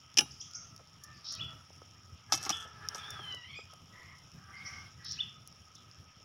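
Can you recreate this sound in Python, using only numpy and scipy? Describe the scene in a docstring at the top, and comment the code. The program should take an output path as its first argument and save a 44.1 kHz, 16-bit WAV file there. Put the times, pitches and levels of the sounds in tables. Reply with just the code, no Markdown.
"""A steel spoon rattles on the rim of a clay pot, then a small steel lid drops on other plates: outdoor cooking.
Each contact rings damped modes and adds a noise crack and thud; the lid scrapes, utensils knock, grains rustle.
The wood fire is fluttering low noise, snaps and fine crackle; behind it hisses filtered, flickering noise.
Birds whistle, chirp, click, mew and squeak as gliding tones, clicks and harmonic voices in echoing trees.
A phone stands close by; its microphone port rings near 1.3 and 5.5 kHz."""
import sys
import numpy as np
from scipy import signal
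from scipy.fft import rfft, irfft
from scipy.io import wavfile
from scipy.ndimage import uniform_filter1d

SR = 44100
rng = np.random.default_rng(int(sys.argv[2]) if len(sys.argv) > 2 else 0)


def unload_audio(sound):
    """Save the sound as a 16-bit wav file, at the path given as the first command line argument."""
    columns = np.transpose(np.atleast_2d(sound))
    # keep every value between -1 and 1, then stretch to whole-number steps
    steps = np.round(np.clip(columns, -1, 1) * 32767)
    wavfile.write(sys.argv[1], SR, steps.astype(np.int16))


N = 275556
TIME = np.arange(N) / SR


def undb(db):
    """Amplitude factor of a level in dB."""
    return 10 ** (np.asarray(db) / 20)


def unit(x):
    """Scale to rms 1."""
    return x / np.sqrt(np.mean(x ** 2))


def peak(x, db, size=88):
    """Set the level of the loudest 2 ms."""
    loudest_power = uniform_filter1d(x ** 2, size).max()
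    return x * undb(db) / np.sqrt(loudest_power)


def add(out, start_s, x):
    """Mix x in from start_s."""
    i = max(int(start_s * SR), 0)
    out[i:i + len(x)] += x[:N - i]


def walk(points_per_s, size=N):
    """Random wander with spread near 1, in straight lines between random points."""
    steps = np.arange(size) * points_per_s / SR
    count = int(steps[-1]) + 2
    return 1.213 * np.interp(steps, np.arange(count), rng.standard_normal(count))


def swells(rows):
    """Gain of smooth swells, each with its own rise and fall."""
    gain = np.zeros(N)
    for peak_s, rise_s, fall_s, db in rows:
        width_s = np.where(TIME < peak_s, rise_s, fall_s)
        gain += undb(db) * np.exp(-((TIME - peak_s) / width_s) ** 2)
    return gain


def track(rows):
    """Start time and sample-by-sample columns of a curve."""
    s, *columns = np.transpose(rows)
    t = np.arange(s[0], s[-1], 1 / SR)
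    return s[0], *(np.interp(t, s, c) for c in columns)


def colour(x, points, size=4096):
    """Minimum-phase filter with the given (Hz, dB) response, via the folded cepstrum."""
    hz, db = np.transpose(points)
    log_bins = np.log(np.fft.rfftfreq(size, 1 / SR) + 1)
    gain = undb(np.interp(log_bins, np.log(hz), db))
    cepstrum = irfft(np.log(gain))
    cepstrum[1:size // 2] *= 2
    cepstrum[size // 2 + 1:] = 0
    impulse = irfft(np.exp(rfft(cepstrum)))
    return signal.fftconvolve(x, impulse)[:len(x)]


def resonance(x, hz, width_hz):
    """Two-pole band-pass."""
    return signal.lfilter(*signal.iirpeak(hz, hz / width_hz, fs=SR), x)


# Microphone port resonances. Each row: frequency in Hz, width in Hz, level in dB.
PORT = [(1275, 33.5, 17), (5305, 266, 6.5), (5580, 110, 8.5)]


def port(x):
    """Broadband sound rings the microphone port."""
    return x + sum(undb(db) * resonance(x, hz, width_hz) for hz, width_hz, db in PORT)


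def decay(t, t60_s):
    """Exponential decay by 60 dB in t60_s."""
    return np.exp(-np.log(1000) * t / t60_s)


def burst(t60_s, size=8192):
    """Noise that dies away after a contact."""
    return rng.standard_normal(size) * decay(np.arange(size) / SR, t60_s)


def tone(hz):
    """Sine of rms 1 on a moving pitch."""
    return np.sqrt(2) * np.sin(2 * np.pi * np.cumsum(hz) / SR)


def crackle(per_s, spread_db):
    """Tiny random pops, a few of them larger; rms 1."""
    sizes = undb(spread_db * np.minimum(rng.exponential(size=N), 3))
    pops = (rng.random(N) < per_s / SR) * sizes * rng.choice([-1, 1], N)
    return unit(signal.fftconvolve(pops, burst(.003))[:N])


def trees(x, t60_s, buildup_s=0.0045):
    """Diffuse echo from trunks and leaves: decaying noise of unit energy."""
    tail = burst(t60_s, size=SR) * (1 - np.exp(-TIME[:SR] / buildup_s))
    return signal.fftconvolve(x, tail / np.sqrt(np.sum(tail ** 2)))[:N]


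# Thin steel radiates little bass. Each row: frequency in Hz, gain in dB.
STEEL_BASS = [(100, -20), (500, -17.5), (800, -3), (1500, 0)]


def clatter(hits, clink, modes, thud, clink_t60_s, thud_t60_s, crack_db, ring_db,
            ring_tilt_db, ring_stretch, size=16384):
    """Each contact rings the steel, choked at once and then singing on faintly; it also cracks and thuds."""
    steel, body = np.zeros((2, N))
    t = TIME[:size]
    hz, db, t60_s = np.transpose(modes)[:, :, None]
    partials = undb(db) * decay(t, t60_s * ring_stretch) * np.sin(2 * np.pi * hz * t)
    # tilt in dB per octave away from the loudest mode: the free ring spreads wider than the clink
    octaves = abs(np.log2(hz[:, 0] / hz[np.argmax(db), 0]))
    tilt = undb(ring_tilt_db * octaves)
    choke = decay(t, clink_t60_s) * (1 - np.exp(-t / 0.0002))
    for s, clink_db, thud_db in hits:
        shares = undb(3 * rng.standard_normal(len(modes)))  # every contact meets the modes differently
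        signs = rng.choice([-1, 1], len(modes))
        add(steel, s, peak(shares @ partials * choke, clink_db))
        add(steel, s, peak(signs * shares * tilt @ partials, clink_db + ring_db))
        add(steel, s, peak(colour(burst(clink_t60_s), clink), clink_db + crack_db))
        add(body, s, peak(colour(burst(thud_t60_s), thud), thud_db))
    return colour(steel, STEEL_BASS) + body


# Spoon on the pot rim. Each row: start in seconds, clink level in dB before the bass cut, pot thud in dB.
SPOON_HITS = [(.1715, -24.5, -41), (.1752, -19, -46.5), (.1843, -17.5, -40), (.1862, -14.5, -37),
              (.1901, -14.5, -48), (.2055, -34.5, -46), (.2085, -27.5, -39)]
# Crack spectrum. Each row: frequency in Hz, gain in dB.
SPOON_CLINK = [(880, -36), (1500, -47), (1720, -17), (2040, -46), (2400, -10.5), (3000, -13), (3500, -23),
               (4630, -29), (5350, -12), (5950, -15), (6490, -26), (7010, -23), (9180, -32.5), (10800, -26),
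               (15000, -52)]
# Spoon modes. Each row: frequency in Hz, level in dB, t60 in seconds before ring_stretch.
SPOON_MODES = [(1680, -32, .12), (2295, -22, .17), (2455, -22, .12), (2803, -15, .17), (2910, -8, .12),
               (3028, -13, .1), (3086, -11, .12), (3388, -20, .15), (3830, -24, .3), (5210, -4, .09),
               (5412, 0, .06), (5818, -2, .1), (5940, -8, .11), (6970, -25, .11), (7505, -26, .14),
               (8120, -30, .09), (9955, -29, .2), (10470, -28, .15), (10775, -25, .18), (10850, -28, .15)]
# Pot thud spectrum. Each row: frequency in Hz, gain in dB.
POT_THUD = [(30, -29), (120, -46), (220, -6), (285, 3), (400, -8.5), (520, -13.5), (700, -18), (845, -3.5),
            (980, -34), (1250, -6), (2000, -30), (4000, -31)]


def spoon():
    """Steel spoon rattles on the rim; the clay pot thuds."""
    return clatter(SPOON_HITS, SPOON_CLINK, SPOON_MODES, POT_THUD, clink_t60_s=.024, thud_t60_s=0.085,
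                   crack_db=-8, ring_db=-12, ring_tilt_db=3.5, ring_stretch=0.85)


# Lid landing on the plates; the last row, at 2.947, is probably the spoon touching a plate.
# Each row: start in seconds, clink level in dB before the bass cut, thud in dB.
PLATE_HITS = [(2.3227, -18, -44), (2.326, -25, -41), (2.3318, -23, -42), (2.338, -27, -37),
              (2.345, -29, -46), (2.376, -37, -49), (2.413, -46, -67), (2.4515, -36, -52),
              (2.464, -44, -38), (2.4935, -25.5, -40), (2.496, -28, -35), (2.503, -26.5, -34),
              (2.626, -47.5, -66), (2.947, -37.5, -55)]
# Crack and scrape-tick spectrum. Each row: frequency in Hz, gain in dB.
LID_CLINK = [(880, -69), (1500, -22), (1600, -36), (1890, -29), (2160, -26), (2400, -43), (2620, 2),
             (2890, -16), (3090, 4), (4370, -4.5), (5300, 7), (6740, -5), (8180, -15.5), (12100, -12.5),
             (15000, -42)]
# Lid modes. 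Each row: frequency in Hz, level in dB, t60 in seconds before ring_stretch.
LID_MODES = [(770, -7, 0.076), (1270, -15, 0.087), (1610, -26, 0.13), (2180, -26, 0.18), (2632, -32, 0.62),
             (3085, -27, 0.23), (3564, -32, 0.35), (4156, -18, 0.072), (4613, -17, 0.1), (4872, -20, 0.13),
             (5184, -6, 0.095), (5340, -17, 0.16), (5421, -8, 0.069), (5545, -31, 0.57), (5739, 0, 0.037),
             (5830, -11, 0.11), (5970, -11, 0.06), (6481, -11, 0.091), (6638, -18, 0.11), (7235, -29, 0.12),
             (7709, -32, 0.11), (8533, -38, 0.14), (9690, -33, 0.091), (10300, -37, 0.13),
             (11050, -42, 0.16), (11890, -46, 0.23)]
# Thud spectrum. Each row: frequency in Hz, gain in dB.
PLATE_THUD = [(30, -48), (120, -8), (240, -10), (330, -2), (480, -22), (660, -9), (780, 0), (980, -12),
              (1200, 1), (1550, -18), (2200, -11), (4000, -35)]


def plates():
    """Small steel lid lands on plates in several contacts; a last touch rings the same modes."""
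    return clatter(PLATE_HITS, LID_CLINK, LID_MODES, PLATE_THUD, clink_t60_s=.036, thud_t60_s=.055,
                   crack_db=-7, ring_db=-6, ring_tilt_db=.5, ring_stretch=1.1)


# Steel scraping on steel. Each row: loudest at seconds, rise in s, fall in s, gain in dB.
SCRAPES = [(2.355, 0.029, 0.02, -40), (2.435, 0.019, 0.039, -47), (2.53, 0.027, .11, -54.5),
           (2.962, .008, 0.036, -52)]


def scrapes(ring_db=-2.0, tick_db=-7.0):
    """Steel slides on the plates in a stream of tiny contacts that tick and ring the lid's damped modes."""
    contacts = crackle(per_s=320, spread_db=4.5)
    ring = sum(undb(db / 2) * resonance(contacts, hz, 41) for hz, db, _ in LID_MODES)  # half the dB contrast
    tick = colour(contacts, LID_CLINK)
    return (undb(ring_db) * unit(ring) + undb(tick_db) * unit(tick)) * swells(SCRAPES)


# Handled utensils. Each row: start in seconds, level in dB, resonance in Hz, t60 of the noise in seconds.
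KNOCKS = [(0.26, -52.5, 775, 0.017), (0.792, -56.5, 513, 0.11), (1.531, -54, 695, 0.02),
          (1.704, -51.5, 370, 0.017), (1.818, -47.5, 467, 0.0088), (2.65, -51, 610, 0.09),
          (2.947, -43.5, 950, 0.066), (2.949, -44.5, 477, 0.037), (3.192, -41.5, 850, 0.029),
          (3.196, -48.5, 357, 0.029), (3.341, -51.5, 484, 0.054), (3.589, -45.5, 507, 0.032),
          (3.732, -54.5, 710, 0.065)]


def knocks():
    """Dull, short knocks: noise bursts with one broad resonance each."""
    out = np.zeros(N)
    for s, db, hz, t60_s in KNOCKS:
        narrow = resonance(burst(t60_s), hz, 0.38 * hz)
        add(out, s, peak(port(resonance(narrow, hz, 4.3 * hz)), db))
    return out


# Grains under the spoon. Each row: loudest at seconds, rise in s, fall in s, level in dB.
RUSTLES = [(3.3, 0.065, .06, -62), (4.0, .14, .14, -65)]
# Rustle spectrum. Each row: frequency in Hz, gain in dB.
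RUSTLE_COLOUR = [(500, -4), (1500, -3), (3200, 0.5), (4200, -13), (5500, -19), (7000, -10), (8200, -27),
                 (10000, -12), (12500, -18), (15000, -30)]


def rustles():
    """The spoon spreads the dry grains: dense tiny pops."""
    grains = crackle(per_s=1500, spread_db=1.0)
    return unit(colour(grains, RUSTLE_COLOUR)) * swells(RUSTLES)


# Flame spectrum. Each row: frequency in Hz, gain in dB.
FLAME_COLOUR = [(20, -22), (40, -36), (60, -11.5), (85, 2.5), (110, 0.5), (150, -2), (210, -10.5),
                (300, -16.5), (450, -24), (1000, -46.5)]
# Flare-ups. Each row: loudest at seconds, rise in s, fall in s, level added in dB before flutter.
FLARES = [(.23, 0.035, 0.06, -57), (1.39, 0.058, 0.2, -57), (2.15, 0.025, 0.017, -60.5),
          (2.42, 0.073, 0.086, -57.5), (3.0, 0.33, 0.35, -64), (4.5, 0.16, 0.9, -69.5)]
# Fine crackle spectrum: (Hz, dB)
CRACKLE_COLOUR = [(500, -2.5), (3200, -5.0), (4300, -16.0), (5000, 2.5), (6800, 2.5), (8200, -20.0),
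                  (10000, -12.5), (15000, -17)]
FLAME_DB, FLUTTER_DB, FLUTTER_POINTS_PER_S = -61.5, 3, 29


def fire(crackle_db=-67):
    """Fluttering flames of low noise and a fine random crackle."""
    flames = unit(colour(rng.standard_normal(N), FLAME_COLOUR))
    flames *= (undb(FLAME_DB) + swells(FLARES)) * undb(FLUTTER_DB * walk(FLUTTER_POINTS_PER_S))
    fine = colour(crackle(per_s=260, spread_db=3.5), CRACKLE_COLOUR)
    return flames + undb(crackle_db) * unit(port(fine))


# Snaps: wood in the fire, and a few sharp clicks within the birds' rasps (1.3242, 1.3396, 1.351, 5.121).
# Each row: start in seconds, level in dB, t60 of the noise in seconds, treble gain in dB.
SNAPS = [(.142, -48, .0046, -5.5), (.5125, -45, .0055, 5), (.535, -44, 0.0063, -4),
         (0.763, -45, 0.0089, 11.5), (0.7777, -48, .0077, -2), (1.037, -43, .04, 14),
         (1.3242, -37, .0092, 8), (1.3396, -37, .0036, -9), (1.351, -38.5, .006, 6), (1.507, -52, .0056, 2),
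         (1.911, -52, .004, -10), (2.8874, -24, 0.0019, -3), (3.105, -39.5, .02, 15.5),
         (3.325, -42.5, 0.0085, -10), (3.347, -45.5, 0.023, 10), (3.7367, -50, 0.0078, 8),
         (4.187, -55, .0054, 11), (4.317, -52, 0.012, 5), (5.047, -48, 0.013, 11), (5.121, -33, 0.0077, -3),
         (5.475, -42.5, 0.0084, 19), (5.526, -49, .0036, -4), (5.752, -48, 0.037, -4),
         (5.913, -48.5, 0.0083, -16), (5.946, -54, 0.0044, -5)]
# Snap spectrum before the treble gain. Each row: frequency in Hz, gain in dB.
SNAP_COLOUR = [(300, -22), (1200, -20), (3000, -7.5), (5000, 11.5), (6700, 11.5), (8200, -8.5),
               (10500, 0.5), (13000, -14), (15500, -11)]


def snaps():
    """Wood snaps and the clicks within the birds' rasps: short coloured noise bursts."""
    out = np.zeros(N)
    for s, db, t60_s, treble_db in SNAPS:
        snap = colour(burst(t60_s), SNAP_COLOUR)
        snap = colour(snap, [(5500, 0), (10000, treble_db)])
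        add(out, s, peak(port(snap), db))
    return out


# Songs. Each row: whistle's hook in seconds, whistle level in dB, echo in dB before echo_gain, rasp in dB.
SONGS = [(1.411, -33, -40.5, -35.5), (2.529, -32.5, -39.5, -44), (5.206, -27, -40.5, -36)]
# Whistle curve. Each row: seconds from the hook, pitch in Hz, level in dB.
WHISTLE_SHAPE = [(-.032, 2474, -28), (-.022, 2660, -29), (-.013, 2933, -10.5), (-.006, 3077, -14),
                 (0, 3420, -4), (.005, 3494, 0.5), (.010, 3330, -15.5), (.018, 2630, -27)]


def whistler(echo_t60_s=0.38, echo_gain=1.8):
    """A whistle slides up and hooks over; the echo holds it with about half the level contrast in dB."""
    direct, far = np.zeros((2, N))
    start, hz, db = track(WHISTLE_SHAPE)
    for s, direct_db, echo_db, _ in SONGS:
        note = tone(hz * (1 + .015 * walk(400, len(hz))))
        add(direct, s + start, note * undb(db + direct_db))
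        add(far, s + start, note * undb(0.47 * db + echo_db))
    return direct + echo_gain * trees(far, echo_t60_s)


# Thin chirps. Each row: start in seconds, length in seconds, start pitch in Hz, end pitch in Hz, level in dB.
CHIRPS = [(0.301, 0.028, 4950, 6070, -50), (0.397, 0.0278, 4770, 6380, -42),
          (0.41, 0.014, 3170, 3560, -49.5), (0.54, 0.0286, 4950, 6420, -40), (1.11, 0.11, 4960, 5000, -62),
          (1.711, .04, 5400, 5650, -60.5), (4.549, 0.063, 4770, 5040, -59), (4.644, 0.048, 5390, 5730, -45),
          (4.705, .16, 5500, 5350, -59.5), (5.756, 0.021, 3450, 3650, -58)]
# Rasp curve before the whistle. Each row: seconds from the hook, pitch in Hz, level in dB.
RASP_SHAPE = [(-.185, 4400, -41), (-.155, 4590, -10.5), (-.115, 4614, -8), (-.086, 5260, -6.5),
              (-.06, 4300, -11.5), (-.035, 3590, -15)]


def small_birds(chirp_echo_db=0.0, rasp_echo_db=-6.0):
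    """Buzzy gliding chirps, and the rasp that opens each song: its pitch shakes very fast."""
    chirps, rasps = np.zeros((2, N))
    for s, length_s, start_hz, end_hz, db in CHIRPS:
        hz = np.linspace(start_hz, end_hz, int(length_s * SR))
        hz *= 1 + .06 * walk(1200, len(hz))
        add(chirps, s, tone(hz) * np.hanning(len(hz)) * undb(db))
    start, hz, db = track(RASP_SHAPE)
    for s, _, _, rasp_db in SONGS:
        shake = 0.21 * np.sin(2 * np.pi * 650 * TIME[:len(hz)]) + 0.0418 * walk(900, len(hz))
        rasp = unit(port(tone(hz * (1 + shake))))
        add(rasps, s + start, rasp * undb(rasp_db + db + 2.6 * walk(254, len(hz))))
    echo = trees(undb(chirp_echo_db) * chirps + undb(rasp_echo_db) * rasps, 0.44)
    return chirps + rasps + echo


CALL_ATTACK_S, CALL_RELEASE_S, CALL_FADE_DB = 0.05, 0.098, 12
CALL_ARCH = 0.02207  # pitch share between mid call and its ends


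def arch(start_s, length_s, hz, glide_hz, db, throat_hz, rough):
    """Controls of a plain call: attack, hold and release under a slightly arched, gliding pitch."""
    t = np.arange(0, length_s, 1 / SR)
    along = 2 * t / length_s - 1  # -1 to 1
    fade = np.maximum(1 - np.minimum(t / CALL_ATTACK_S, (length_s - t) / CALL_RELEASE_S), 0)
    pitch_hz = hz * (1 + CALL_ARCH * (.5 - along ** 2)) + glide_hz * along / 2
    return start_s, pitch_hz, db - CALL_FADE_DB * fade ** 2, throat_hz, rough


def call(controls, throat_width_hz, jitter, bright_db, count=7):
    """Harmonic voice through a throat resonance, weak upper partials; roughness shakes pitch and level."""
    out = np.zeros(N)
    s, hz, db, throat_hz, rough = controls
    hz = hz * (1 + jitter * rough * walk(350, len(hz)))
    multiples = np.arange(1, count + 1)[:, None] * hz
    weights = 1 / (1 + ((multiples - throat_hz) / (throat_width_hz / 2)) ** 2)
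    weights = weights + undb(bright_db) * (multiples > throat_hz)
    voice = sum(w * tone(f) for w, f in zip(weights, multiples)) / np.linalg.norm(weights, axis=0)
    rasp = 1 + 0.41 * rough * walk(700, len(hz))
    add(out, s, voice * rasp * undb(db + 3.1 * walk(60.6, len(hz))))
    return out


# Long nasal mew. Each row: time in seconds, pitch in Hz, level in dB before near gains,
# throat resonance in Hz, roughness 0-1.
MEW = [(2.98, 1100, -57, 3100, .7), (3.1, 1172, -54, 3430, .25), (3.17, 1135, -51.5, 3250, .12),
       (3.23, 1055, -52, 3150, .17), (3.31, 1008, -48.5, 2800, .2), (3.43, 955, -58, 2420, .22),
       (3.5, 1085, -54, 2750, .7), (3.58, 1152, -56, 2750, .5), (3.66, 1160, -73, 2900, .8)]
# A separate short, high squeak sounds over the end of the mew. One row: start in seconds, length in seconds,
# pitch in Hz, glide in Hz, level in dB before near gains, throat resonance in Hz, roughness 0-1.
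SQUEAK = (3.548, .1, 2475, 100, -52.5, 3400, .1)
# Hoarse calls further off. Each row: start in seconds, length in seconds, pitch in Hz, glide in Hz,
# level in dB before far gains, throat resonance in Hz, roughness 0-1.
FAR_CALLS = [(0.488, 0.32, 668, -88.5, -59, 1360, 0.4), (0.998, .18, 590, -25, -54, 1520, 0.53),
             (1.216, 0.42, 647, -14.5, -54, 1350, 0.92), (2.262, 0.47, 434, 14, -45.5, 1400, 0.78),
             (2.72, .62, 413.9, -30, -47, 1430, 0.78), (3.912, 0.3, 1022, -10.5, -51.5, 1760, 0.73),
             (4.348, .54, 386, -12, -53, 1420, .85), (4.52, 0.33, 1072, 10, -42, 2180, .36),
             (4.966, .32, 400.4, 8.5, -56, 1790, 0.89)]


def large_birds(near_db=2.0, near_echo_db=-3.5, far_db=-26.5, far_echo_db=-5.5):
    """Harmonic voices: mew and separate squeak are fairly near; the hoarse calls arrive mostly as echo."""
    mew = call(track(MEW), throat_width_hz=650, jitter=.08, bright_db=-33, count=5)
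    squeak = call(arch(*SQUEAK), throat_width_hz=1200, jitter=.08, bright_db=-31, count=3)
    near = mew + squeak
    far = sum(call(arch(*row), throat_width_hz=520, jitter=.06, bright_db=-42) for row in FAR_CALLS)
    echo = trees(undb(near_echo_db) * near + undb(far_echo_db) * far, 0.17)
    return undb(near_db) * near + undb(far_db) * far + echo


# Hiss spectrum before the port. Each row: frequency in Hz, gain in dB.
HISS_COLOUR = [(60, 3), (300, -2), (700, 6), (1300, 3.5), (2000, 2.5), (3200, 9), (4200, -4.5), (5500, 2.5),
               (6800, -11), (8000, -20), (9800, -8), (13000, -24.5), (15500, -17)]
# Hiss swells. Each row: loudest at seconds, rise in s, fall in s, gain added in dB.
HISS_SWELLS = [(2.48, .09, 0.081, -53), (3.1, 0.25, 0.19, -56), (4.72, 0.11, 0.15, -61.5)]
HISS_DB = -62.5


def hiss(count=14):
    """Hiss of the fire and the open air: noise in overlapping bands that flicker independently."""
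    spectrum = rfft(unit(port(colour(rng.standard_normal(N), HISS_COLOUR))))
    log_bins = np.log(np.fft.rfftfreq(N, 1 / SR) + 1)
    place = np.interp(log_bins, np.log([700, 8000]), [0, count - 1])  # band number of each bin
    out = np.zeros(N)
    for k in range(count):
        band = irfft(spectrum * np.maximum(1 - abs(place - k), 0), N)
        out += band * undb(2.2 * walk(24))
    return out * (undb(HISS_DB) + swells(HISS_SWELLS))


# Spectrum of the noise that differs between channels. Each row: frequency in Hz, gain in dB.
SIDE_COLOUR = [(30, -5), (100, -2.5), (400, -3.5), (900, -6), (1280, 3.5), (1700, -8), (3000, -10),
               (7000, -26), (10000, -23.5), (15000, -10)]


def stereo(mid, side_db=-75):
    """Nearly mono: only a faint noise differs between the channels."""
    side = undb(side_db) * unit(colour(rng.standard_normal(N), SIDE_COLOUR))
    return np.array([mid + side, mid - side])


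def scene():
    """Utensils with a faint echo, then grains, fire, snaps, birds and hiss."""
    hits = spoon() + plates() + scrapes() + knocks()
    echo = undb(-27.0) * trees(hits, 0.71)
    birds = whistler() + small_birds() + large_birds()
    return stereo(hits + echo + rustles() + fire() + snaps() + birds + hiss())


TOP_HZ = 15800


def record(dry):
    """The phone cuts the top: steep elliptic low-pass."""
    return signal.sosfilt(signal.ellip(8, .2, 70, TOP_HZ, fs=SR, output="sos"), dry)


dry = scene()
out = record(dry)
unload_audio(out)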